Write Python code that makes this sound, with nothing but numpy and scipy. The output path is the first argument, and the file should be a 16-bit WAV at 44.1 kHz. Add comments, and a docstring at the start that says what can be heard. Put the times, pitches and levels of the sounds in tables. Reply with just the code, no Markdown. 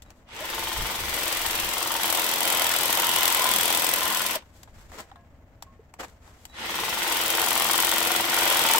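"""A cordless hedge trimmer, very close, whirrs up and chatters into a conifer hedge, twice over.
Its crank turns 21-22 times a second: gears rattle, steel blades hiss, shear twigs on both strokes
and knock as they reverse, ringing the bar. Woody stems crunch and crack between the teeth.
Before and between the runs, foliage and a sleeve rustle and the grip clicks.
Behind it all lies a quiet garden, with a few puffs of wind on the microphone."""
import sys
import numpy as np
from scipy import signal
from scipy.fft import rfft, irfft, next_fast_len
from scipy.io import wavfile
from scipy.ndimage import uniform_filter1d, map_coordinates

SR = 44100
rng = np.random.default_rng(int(sys.argv[2]) if len(sys.argv) > 2 else 0)


def digitize_waveform(pressure):
    """Quantize a signal to 16-bit integers and store it at the path in sys.argv[1].

    Rows of a 2-D input are taken as channels; values are limited to [-1, 1].
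    """
    field = np.atleast_2d(pressure).T
    bounded = np.clip(field, -1, 1)
    quanta = np.round(bounded * 32767).astype(np.int16)
    wavfile.write(sys.argv[1], SR, quanta)


N = 387638
TIME = np.arange(N) / SR
HARD_REVERSAL_REV, SOFT_REVERSAL_REV = .695, .175  # crank angles where the blades turn back

# Bright crackle of sprigs and clicks: frequency_hz, level_db
CRACKLE_SPECTRUM = [(1000, -14.5), (3500, -4), (7500, 2), (8600, -9.5), (9500, -7.5), (10800, -11.5),
                    (15500, -10.5)]


def trimmer():
    """One crank times the layers of the machine; the depth of the cut loads them."""
    # How far the blades are into the hedge: time_s, depth (0-1)
    hedge_depth = [(.8, 0.12), (1.05, 0.06), (1.15, 0.42), (2.01, 0.39), (2.05, 0.74), (2.32, 0.74),
                   (2.39, 0.43), (2.45, 0.78), (2.7, 0.77), (3.6, 0.98), (4.15, 0.67), (4.35, 0.35),
                   (6.75, 0.13), (6.98, 0.15), (7.12, 0.48), (7.27, 0.48), (7.4, 0.73), (7.8, 0.88),
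                   (8.1, 0.63), (8.26, 0.31), (8.4, 0.8), (8.7, 0.96)]
    angle, speed, force = motor()
    depth = np.clip(automation(hedge_depth), 0, 1)
    cuts = force ** 3 * cutting(angle, speed, depth)
    accents = clack(angle, force, depth) + singing_modes(angle, speed, force) + woody_stems(force)
    rattle = drive_rattle(angle, speed, force, depth, cuts)
    return rattle + accents + blades(angle, force, depth, cuts) + motor_hum(angle, force, depth)


def motor():
    """Spin-up, cruise and brake, as crank angle (rev), speed (rev/s) and drive force (0-1)."""
    # Trigger pulls: pressed_s, released_s
    runs = [(0.253, 4.36), (6.506, 9)]
    # Cruising speed, sagging in thick growth: time_s, speed_rev_per_s
    cruise_speed = [(.9, 22.03), (1.1, 21.58), (1.73, 22.06), (2.58, 21.01), (3.28, 21.55), (3.45, 21),
                    (4.31, 21.62), (7.05, 21.88), (7.28, 22.16), (8.14, 22.1), (8.34, 22.47), (8.73, 20.89)]
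    spin_up_s, force_build_s, brake_s = .07, .11, .037  # time constants
    cruise = automation(cruise_speed)
    angle, speed, force = np.zeros((3, N))
    for pressed, released in runs:
        on = TIME > pressed
        age = TIME[on] - pressed
        brake = np.exp(-np.maximum(TIME[on] - released, 0) / brake_s)
        speed[on] = cruise[on] * (1 - np.exp(-age / spin_up_s)) * brake
        force[on] = (1 - np.exp(-age / force_build_s)) * brake
        angle[on] = np.cumsum(speed[on]) / SR
    return angle, np.maximum(speed, 1), force


def drive_rattle(angle, speed, force, depth, cuts):
    """Gears rattle, the crank's play knocks at both reversals, and knocks and cuts ring the bar."""
    # Gear rattle: frequency_hz, level_db
    gear_spectrum = [(60, -29.5), (195, -8), (255, -9), (345, -4.5), (410, -5.5), (510, -3), (600, -6),
                     (780, -2.5), (1020, -3.5), (1620, -4), (2050, -1), (2450, -3.5), (3200, -5),
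                     (4200, -7.5), (6500, -8.5), (16000, -38)]
    # Resonances of the gear housing: pitch_hz, width_hz, level_db
    housing_modes = [(203.6, 80, -19.5), (348, 73, -16.5), (512, 93, -8.5), (743, 110, -5.5), (923, 110, 0),
                     (1020, 110, -0.5), (1416, 94, -3), (1928, 92, -7.5), (3300, 1300, -12.5)]
    # Resonances of the blade bar: pitch_hz, width_hz, level_db
    bar_modes = [(1018, 30, 0.5), (1205, 59, -8), (1436, 120, -5.5), (1978, 110, -3), (2350, 60, -10),
                 (2570, 55, -0.5), (2990, 170, -3), (3400, 170, -4)]
    gears = layer_gain(force, depth, free_db=-30.5, load_db=4.5, force_power=2)
    gears *= amp(.51 * rubbing(angle, depth, at_rev=.81))
    gears = gears * teeth(angle, repeat_share=.37, spiky_db=5.5)
    hard = stroke(angle, speed, HARD_REVERSAL_REV, rise_s=.00026, t60_s=.036, scatter_db=2)
    soft = stroke(angle, speed, SOFT_REVERSAL_REV, rise_s=.00076, t60_s=.022, scatter_db=1)
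    reversals = hard + soft
    knock_gain = layer_gain(force, depth, free_db=-31, load_db=10.5, force_power=1.2)
    knocks = knock_gain * reversals * teeth(angle, repeat_share=.21, spiky_db=3.5)
    bar_gain = layer_gain(force, depth, free_db=-35, load_db=10, force_power=5.5)
    bar = bar_gain * (.26 + reversals + amp(-.5) * cuts) * teeth(angle, repeat_share=.16, spiky_db=4)
    gearbox = radiate(gears, colour(gear_spectrum)) + radiate(knocks, body(housing_modes))
    return shimmer(gearbox + radiate(bar, body(bar_modes)), depth_db=1.4)


def teeth(angle, repeat_share, spiky_db):
    """Gritty tooth contacts: a share of them comes back alike in every revolution."""
    wear = rng.standard_normal((2, 2048))[:, (angle % 1 * 2048).astype(int)]
    return np.sqrt(repeat_share) * wear + np.sqrt(1 - repeat_share) * grains(spiky_db)


def blades(angle, force, depth, cuts):
    """Steel hisses over steel and shears the twigs; now and then a thicker one snaps."""
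    # Sliding steel: frequency_hz, level_db
    steel_spectrum = [(1500, -23.5), (4000, 4), (6000, 7.5), (8000, 1.5), (12000, -1), (15500, 3)]
    # Shearing twigs: frequency_hz, level_db
    twig_spectrum = [(150, -31), (700, 0), (1500, -7), (3000, -4), (5000, -3), (8000, -0.5), (12000, -4),
                     (15500, -2)]
    # Thicker twigs giving way: start_s, level_db
    twig_snaps = [(1.142, -22), (1.188, -24), (1.279, -21), (1.94, -18), (2.0325, -13.5), (2.101, -12.5),
                  (2.359, -19), (2.4058, -14.5), (2.4293, -18), (2.4762, -17), (2.5241, -16), (2.6663, -17),
                  (2.738, -18), (3.161, -15.5), (3.3697, -18), (3.5368, -19), (3.5848, -15), (3.7487, -13),
                  (4.1704, -21), (4.1939, -20), (7.3033, -15), (7.4159, -18), (7.6868, -17.5),
                  (7.7327, -17.5), (7.8225, -18.5), (8.4091, -19), (8.5917, -17)]
    hiss_gain = layer_gain(force, depth, free_db=-31, load_db=6.5, force_power=4.5, near_share=.53)
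    hiss = hiss_gain * amp(2.55 * rubbing(angle, depth, at_rev=.0317)) * grains(spiky_db=1.5)
    snaps = bursts(twig_snaps, t60_s=.025) * grains(spiky_db=2)
    shear = cuts * grains(spiky_db=5) + snaps
    return radiate(hiss, colour(steel_spectrum)) + radiate(shear, colour(twig_spectrum))


def rubbing(angle, depth, at_rev):
    """Friction peaks once a revolution; twigs between the blades even it out a little."""
    return (1 - .2 * depth) * np.cos(2 * np.pi * (angle - at_rev))


def cutting(angle, speed, depth):
    """Envelope of the teeth closing on twigs twice a revolution, a little later in thick growth."""
    lag_rev, back_from_depth = .022, .29  # the back stroke only finds twigs beyond this depth
    bite = angle - lag_rev * depth ** 2 + .0096 * wobble(30)
    back_depth = np.maximum(depth - back_from_depth, 0) / (1 - back_from_depth)
    forward = stroke(bite, speed, at_rev=.928, rise_s=.003, t60_s=.021, scatter_db=2.5)
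    back = stroke(bite, speed, at_rev=.425, rise_s=.003, t60_s=.018, scatter_db=2.2)
    return amp(-2.5) * depth ** .75 * forward + amp(-.5) * back_depth ** .75 * back


def clack(angle, force, depth):
    """The hard reversal brings a dry clack and a brighter rebound, much alike in every revolution."""
    # Loudness of the clack, coming and going in spells, strongest in the second run: time_s, level_db
    clack_level = [(.65, -5), (1.1, -9), (1.2, -7), (1.7, -10), (1.77, -2), (1.97, -1), (2.12, -10),
                   (3.93, -14), (4.02, -1), (4.15, -7), (6.8, 0), (7.0, -4), (7.3, -8), (7.38, 1.5),
                   (7.77, 5), (7.88, 2), (8.15, 2), (8.22, -9), (8.33, 0), (8.6, -2)]
    # Dry body of the clack: pitch_hz, width_hz, level_db
    clack_modes = [(820, 200, -2), (1130, 240, 0), (1540, 300, -8.5), (1980, 220, -6), (2650, 250, -11),
                   (3200, 350, -8)]
    # Brighter body of the rebound: pitch_hz, width_hz, level_db
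    rebound_modes = [(1390, 190, 5), (1680, 220, -1), (2000, 310, 1), (2600, 350, -7.5), (3350, 450, -10)]

    def impact(at_rev):
        """One impulse each time the driven crank passes this angle."""
        passing = np.diff(np.floor(angle - at_rev), prepend=-1) > 0
        mid_side = np.array([[1], [.35]])
        return passing * (force > .5) * amp(1.1 * wobble(20)) * mid_side

    hit = force ** 4 * amp(automation(clack_level)) * impact(at_rev=.672)
    rebound_gain = layer_gain(force, depth, free_db=-11.5, load_db=5.5, force_power=4, near_share=1.7)
    rebound = rebound_gain * impact(at_rev=.712 + .004 * wobble(20))
    return radiate(hit, body(clack_modes)) + radiate(rebound, body(rebound_modes))


def singing_modes(angle, speed, force):
    """Single modes of the bar and thin tones of the drive sing out for a while, struck anew by every reversal."""
    # Bar modes that bloom as the bar is pressed and twisted, and thin drive tones that swell while it runs
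    # free: peak_s, half_width_s, pitch_hz, level_db
    blooms = [(.7, .35, 890, -32), (.7, .35, 1030, -33), (.7, .3, 2950, -39), (1.1, .45, 6240, -42),
              (2.05, .2, 915, -33), (2.65, .22, 950, -26.5), (3.02, .07, 940, -23), (3.2, .15, 1035, -27),
              (3.44, .12, 1015, -20.5), (3.7, .15, 970, -28), (4.0, .3, 1020, -26.5),
              (7.05, .3, 865, -33.5), (7.05, .3, 1940, -33), (7.05, .3, 2643, -36), (7.2, .4, 1470, -37),
              (7.8, .45, 3120, -33), (7.6, .25, 797, -31.5), (7.68, .1, 1180, -28), (8.3, .25, 1985, -32),
              (8.08, .09, 735, -26), (8.52, .08, 990, -23), (8.71, .09, 900, -18.5)]
    out = np.zeros(N)
    hard = stroke(angle, speed, HARD_REVERSAL_REV, rise_s=.003, t60_s=.11, scatter_db=3.5)
    soft = amp(-5) * stroke(angle, speed, SOFT_REVERSAL_REV, rise_s=.002, t60_s=.07, scatter_db=3)
    for at_rev, blow in (HARD_REVERSAL_REV, hard), (SOFT_REVERSAL_REV, soft):
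        age = (angle - at_rev) % 1 / speed
        waver_rad = .6 * wobble(40)
        for peak_s, half_width_s, hz, db in blooms:
            on = np.abs(TIME - peak_s) < 3 * half_width_s
            swell = amp(db) * np.exp(-((TIME[on] - peak_s) / half_width_s) ** 2)
            out[on] += swell * blow[on] * np.sin(2 * np.pi * hz * age[on] + waver_rad[on])
    return force ** 2 * out * amp([[1], [-1]])  # leaning left


def woody_stems(force):
    """Stems caught between the teeth are chewed in uneven, crunchy bursts; the thickest crack."""
    # Spells of chewing: peak_s, half_width_s, level_db
    chews = [(2.18, .14, -39), (2.6, .15, -31.5), (3.0, 0.054, -35), (3.46, .12, -34.5), (8.55, .12, -31)]
    # Resonances of chewed stems: pitch_hz, width_hz, level_db
    stem_modes = [(563, 110, -3), (740, 150, -1), (1000, 150, -2.5), (1320, 240, -4.5), (3270, 290, -6.5)]
    # Thick stems cracking: start_s, level_db
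    cracks = [(2.041, -22), (2.178, -22), (2.321, -25), (2.415, -19), (2.667, -21), (2.748, -22),
              (2.892, -22), (2.984, -21), (3.031, -20), (3.162, -20), (3.232, -20), (3.244, -20),
              (3.454, -21), (3.703, -20), (3.832, -22), (4.204, -24)]
    # Resonances of cracking wood: pitch_hz, width_hz, level_db
    wood_modes = [(760, 220, -2), (1050, 260, 0), (1400, 300, -4), (2400, 600, -8), (3300, 600, -8)]
    crunch = amp(5 * np.tanh(wobble(90))) * grains(spiky_db=3.5)
    chewing = radiate(force ** 2 * swells(chews) * crunch, body(stem_modes))
    return chewing + radiate(bursts(cracks, t60_s=.035) * grains(spiky_db=5), body(wood_modes))


def motor_hum(angle, force, depth):
    """A trembling hum whose strongest tone steps down one crank order under load."""
    # Drive tones, the motor turning 15 times per crank turn: crank_order, free_db, cutting_db
    partials = [(9, -11, -9), (10, -7, -16), (15, -12, 2.5), (16, 1.5, -7), (22, -8, -14)]
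    # Rise and fall of the hum: time_s, level_db
    hum_level = [(.6, -49.5), (1.25, -54.5), (1.6, -50), (2.06, -47), (2.35, -53), (2.9, -54), (3.4, -56),
                 (3.9, -50), (4.25, -53), (6.7, -49), (7.3, -53.5), (7.8, -49.5), (8.2, -42.5), (8.65, -50)]
    load = np.minimum(depth / .42, 1)  # fully loaded from this depth on
    phase = 2 * np.pi * angle + .008 * wobble(40)
    tones = np.zeros(N)
    for order, free_db, cutting_db in partials:
        gain = amp(free_db + (cutting_db - free_db) * load)
        tones += gain * np.sin(order * (phase + rng.uniform(0, 2 * np.pi)))
    return force ** 2 * amp(automation(hum_level) + .8 * wobble(31)) * tones


def gear_whirrs():
    """Thin gear tones swell and fade, gliding where the speed changes."""
    # Starting, running free, labouring, braking: start_s, length_s, first_hz, last_hz, level_db
    whirrs = [(0.403, 0.036, 560, 670, -34), (.66, .84, 2293, 2293, -43), (2.06, .7, 585, 515, -42.5),
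              (4.35, 0.024, 710, 563, -26.5)]
    out = np.zeros(N)
    for start_s, length_s, first_hz, last_hz, db in whirrs:
        progress = np.clip((TIME - start_s) / length_s, 0, 1)
        hz = first_hz + (last_hz - first_hz) * progress
        out += amp(db) * np.sin(np.pi * progress) * np.sin(2 * np.pi * np.cumsum(hz) / SR)
    return out


def foliage():
    """Sprigs and a sleeve rub softly all the time; each brush swells and dies away."""
    # Brushes against the hedge: start_s, rustle_db, rise_s, t60_s, crackle_db
    brushes = [(.04, -58, 0.075, 0.11, -67), (.13, -80, 0.044, 0.22, -63), (4.38, -66, 0.024, 1.3, -62),
               (4.52, -67, 0.039, 0.63, -57), (4.73, -59, 0.079, 0.45, -55), (4.88, -44.5, 0.087, 0.3, -48),
               (4.975, -40, 0.033, 0.065, -41.5), (5.1, -70, 0.015, 0.43, -96),
               (5.62, -67, 0.024, 0.21, -74), (5.985, -34, 0.022, 0.14, -40.5),
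               (6.018, -42, 0.019, 0.095, -47), (6.06, -62, 0.038, 0.48, -61), (6.2, -57, 0.073, 0.54, -57),
               (6.33, -75, .09, 1.6, -59.5)]
    # Soft rustle: frequency_hz, level_db
    leaf_spectrum = [(100, -8), (250, -5.5), (600, -2), (1000, -4.5), (2000, -7), (3500, -20), (7000, -15),
                     (16000, -65)]
    rub, crackle = amp(-63), amp(-85)  # the constant bed of sleeve and sprigs
    for start_s, rustle_db, rise_s, t60_s, crackle_db in brushes:
        age = np.maximum(TIME - start_s, 0)
        push = np.minimum(age / rise_s, 1) * amp(-60 * np.maximum(age - rise_s, 0) / t60_s)
        rub = rub + amp(rustle_db) * push
        crackle = crackle + amp(crackle_db) * push
    clumps = amp(1.7 * wobble(70))
    rustle = radiate(rub * clumps * grains(spiky_db=4.5), colour(leaf_spectrum))
    return rustle + radiate(crackle * clumps * grains(spiky_db=3), colour(CRACKLE_SPECTRUM))


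def handling():
    """Each click is a short snap and a knock in the plastic grip; a few things ring faintly."""
    # Clicks of the grip and of flicking twigs: start_s, knock_db, snap_db, t60_s
    clicks = [(.021, -53.5, -39, 0.046), (.061, -51, -60, .028), (0.104, -47, -40, 0.025),
              (.287, -46, -58, 0.027), (.365, -50, -33, .025), (4.632, -45, -35, 0.026),
              (4.675, -47, -64.5, 0.061), (4.813, -50, -52, .025), (4.918, -37, -45, .025),
              (4.995, -37, -47, 0.033), (5.115, -37, -75, 0.016), (5.158, -41, -60.5, 0.04),
              (5.624, -34.5, -27.5, 0.022), (5.939, -37.5, -39.5, 0.023), (5.997, -33, -40, .04),
              (6.082, -60, -46, .025), (6.097, -54, -49, .025), (6.276, -41, -52, 0.025),
              (6.453, -41, -31, 0.025), (6.497, -48, -52, .03)]
    # Resonances of the grip: pitch_hz, width_hz, level_db
    grip_modes = [(730, 110, 4), (1020, 390, 1.5), (1850, 510, -6.5), (3680, 640, -12.5)]
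    # Dull bumps and faint rings: start_s, pitch_hz, level_db, t60_s
    rings = [(.06, 3870, -60, .12), (5.116, 800, -29.5, 0.032), (5.16, 693, -52, 0.43),
             (5.16, 1060, -55, 0.35), (5.16, 1660, -60, 0.42), (5.665, 1085, -50, 0.32),
             (5.793, 436, -32.5, 0.038), (6.49, 3910, -54, 1)]
    knock, snap, ring = np.zeros((3, N))
    for start_s, knock_db, snap_db, t60_s in clicks:
        decay = (TIME >= start_s) * amp(-60 * np.maximum(TIME - start_s, 0) / t60_s)
        knock += amp(knock_db) * decay
        snap += amp(snap_db) * decay
    for start_s, hz, db, t60_s in rings:
        age = np.maximum(TIME - start_s, 0)
        attack = 1 - np.exp(-age / .0032)
        ring += amp(db - 60 * age / t60_s) * attack * np.sin(2 * np.pi * hz * age)
    contact = rng.standard_normal((2, N))
    knocks = radiate(knock * contact, body(grip_modes))
    return knocks + radiate(snap * contact, colour(CRACKLE_SPECTRUM)) + ring


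def reflections(sound):
    """A brief scatter off the paving and the hedge."""
    delay_s, t60_s = .005, .053
    age = np.arange(SR // 5) / SR
    tail = rng.standard_normal((2, len(age))) * (age > delay_s) * amp(-60 * age / t60_s)
    return signal.fftconvolve(sound, tail / np.linalg.norm(tail[0]), axes=1)[:, :N]


def wind():
    """A few low, fluttering puffs buffet the microphone."""
    # Puffs of wind: peak_s, half_width_s, level_db
    gusts = [(.08, 0.059, -56), (.6, 0.12, -44.5), (.81, 0.043, -29.5), (1.06, 0.14, -42),
             (1.52, 0.22, -42), (4.8, 0.13, -48)]
    # Their rumble: frequency_hz, level_db
    buffet_spectrum = [(20, -2), (50, 3.5), (100, -5), (200, -20), (500, -52), (2000, -74)]
    envelope = swells(gusts) * amp(1.2 * wobble(14))
    return envelope * radiate(rng.standard_normal((2, N)), colour(buffet_spectrum))


def garden():
    """A quiet, gently breathing bed of outdoor noise."""
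    # Garden ambience: frequency_hz, level_db
    garden_spectrum = [(22, -9), (45, -3.5), (65, 0.5), (100, -4.5), (150, -12.5), (250, -12.5), (400, -25),
                       (600, -17), (1500, -39), (3000, -45), (8000, -62.5), (15000, -43.5)]
    return amp(-52.5 + .52 * wobble(4)) * radiate(rng.standard_normal((2, N)), colour(garden_spectrum))


def layer_gain(force, depth, free_db, load_db, force_power, near_share=1):
    """A machine layer grows with drive force, with depth of cut and as the trimmer comes nearer."""
    # Lift from holding the trimmer closer: time_s, gain_db
    nearness = [(.6, -1), (1.9, -1.5), (3.3, -0.5), (4.3, -1.5), (6.56, 3), (6.77, 2.5), (7.7, -0.5),
                (8.3, 2.6), (8.65, 1.5)]
    return amp(free_db + load_db * depth + near_share * automation(nearness)) * force ** force_power


def stroke(angle, speed, at_rev, rise_s, t60_s, scatter_db):
    """Envelope of a blow that lands once a revolution, each with its own strength."""
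    count, fraction = np.divmod(angle - at_rev + 1, 1)
    age = fraction / speed
    strength = amp(scatter_db * rng.uniform(-1, 1, 256))[count.astype(int)]
    return strength * (1 - np.exp(-age / rise_s)) * amp(-60 * age / t60_s)


def bursts(rows, t60_s):
    """Envelope of sudden, fast-dying bursts from rows of start_s, level_db."""
    out = np.zeros(N)
    age = np.arange(SR // 10) / SR
    for start_s, db in rows:
        out[round(start_s * SR):][:len(age)] += amp(db - 60 * age / t60_s)
    return out


def swells(rows):
    """Envelope of bell-shaped swells from rows of peak_s, half_width_s, level_db."""
    return sum(amp(db) * np.exp(-((TIME - peak_s) / width_s) ** 2) for peak_s, width_s, db in rows)


def grains(spiky_db):
    """Two streams of tiny contacts whose size changes within a millisecond."""
    return unit(rng.standard_normal((2, N)) * amp(spiky_db * np.tanh(wobble(1500))))


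def shimmer(sound, depth_db):
    """The spectrum swells and fades at random in patches about 200 Hz wide."""
    spectra = signal.stft(sound, nperseg=1024)[2]
    patches = uniform_filter1d(rng.standard_normal(spectra.shape[1:]), size=5, axis=0)
    patches = uniform_filter1d(patches, size=12, axis=1)
    gain = unit(amp(depth_db * unit(patches)))
    return signal.istft(spectra * gain, nperseg=1024)[1][:, :N]


def radiate(pair, response):
    """A mid/side pair through a unit-power response: centred in the bass, wide in the treble."""
    # Likeness of left and right: frequency_hz, correlation
    likeness = [(60, 0.94), (200, 0.99), (500, 0.87), (1000, 0.6), (1600, 0), (2500, 0), (15000, 0.011)]

    def mix(hz):
        spread = np.arccos(np.clip(along(likeness, hz), -1, 1)) / 2
        gain = response(hz)
        return gain / np.sqrt(np.mean(np.abs(gain) ** 2)) * np.array([np.cos(spread), np.sin(spread)])

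    mid, side = filtered(pair, mix)
    return np.array([mid + side, mid - side])


def body(modes):
    """Causal response of resonances of alternating polarity, from rows of pitch_hz, width_hz, level_db."""
    return lambda hz: sum((-1) ** k * amp(db) * 1j * hz * width / (pitch ** 2 - hz ** 2 + 1j * hz * width)
                          for k, (pitch, width, db) in enumerate(modes))


def colour(points):
    """An EQ curve through points of frequency_hz, level_db."""
    return lambda hz: amp(along(points, hz))


def filtered(sound, response):
    """Apply a complex frequency response."""
    size = next_fast_len(N + SR // 4)
    return irfft(rfft(sound, size) * response(np.fft.rfftfreq(size, 1 / SR)), size)[..., :N]


def wobble(rate):
    """A smooth random curve, rate knots a second."""
    return map_coordinates(rng.standard_normal(int(N * rate / SR) + 4), [TIME * rate])


def automation(points):
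    """One value per sample from points of time_s, value."""
    return np.interp(TIME, *np.transpose(points))


def along(points, hz):
    """Read points of frequency_hz, value on a log axis."""
    knots_hz, values = np.transpose(points)
    return np.interp(np.log(hz + 1), np.log(knots_hz + 1), values)


def amp(db):
    """Decibels to gain."""
    return 10 ** (np.asarray(db) / 20)


def unit(x):
    """Scale to rms 1."""
    return x / np.sqrt(np.mean(x ** 2) + 1e-20)


def scene():
    """Trimmer, foliage and handling up close with their reflections, over the open air."""
    near = trimmer() + gear_whirrs() + foliage() + handling()
    return near + amp(-13) * reflections(near) + wind() + garden()


def record(dry):
    """Each microphone port colours the treble in its own way, under a steep high cut."""
    # Tone of the left port: frequency_hz, gain_db
    left_port = [(700, -1), (1400, -0.5), (2300, -2), (3300, -0.5), (6700, -5), (7700, 0), (8600, 2.5),
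                 (9500, -3), (10700, 2), (12200, 3.5), (13800, 1), (15200, -1)]
    # Tone of the right port: frequency_hz, gain_db
    right_port = [(700, -2), (1400, -2.5), (2300, -1), (3300, 1.5), (5200, -7.5), (6400, -9.5),
                  (8700, -11.5), (9400, -32.5), (10600, -6.5), (12100, -2.5), (13700, -13.5), (15200, -7.5)]
    high_cut_hz = 15750
    ports = lambda hz: amp([along(left_port, hz), along(right_port, hz)])
    return filtered(dry, lambda hz: ports(hz) / np.sqrt(1 + (hz / high_cut_hz) ** 200))


dry = scene()
out = record(dry)
digitize_waveform(out)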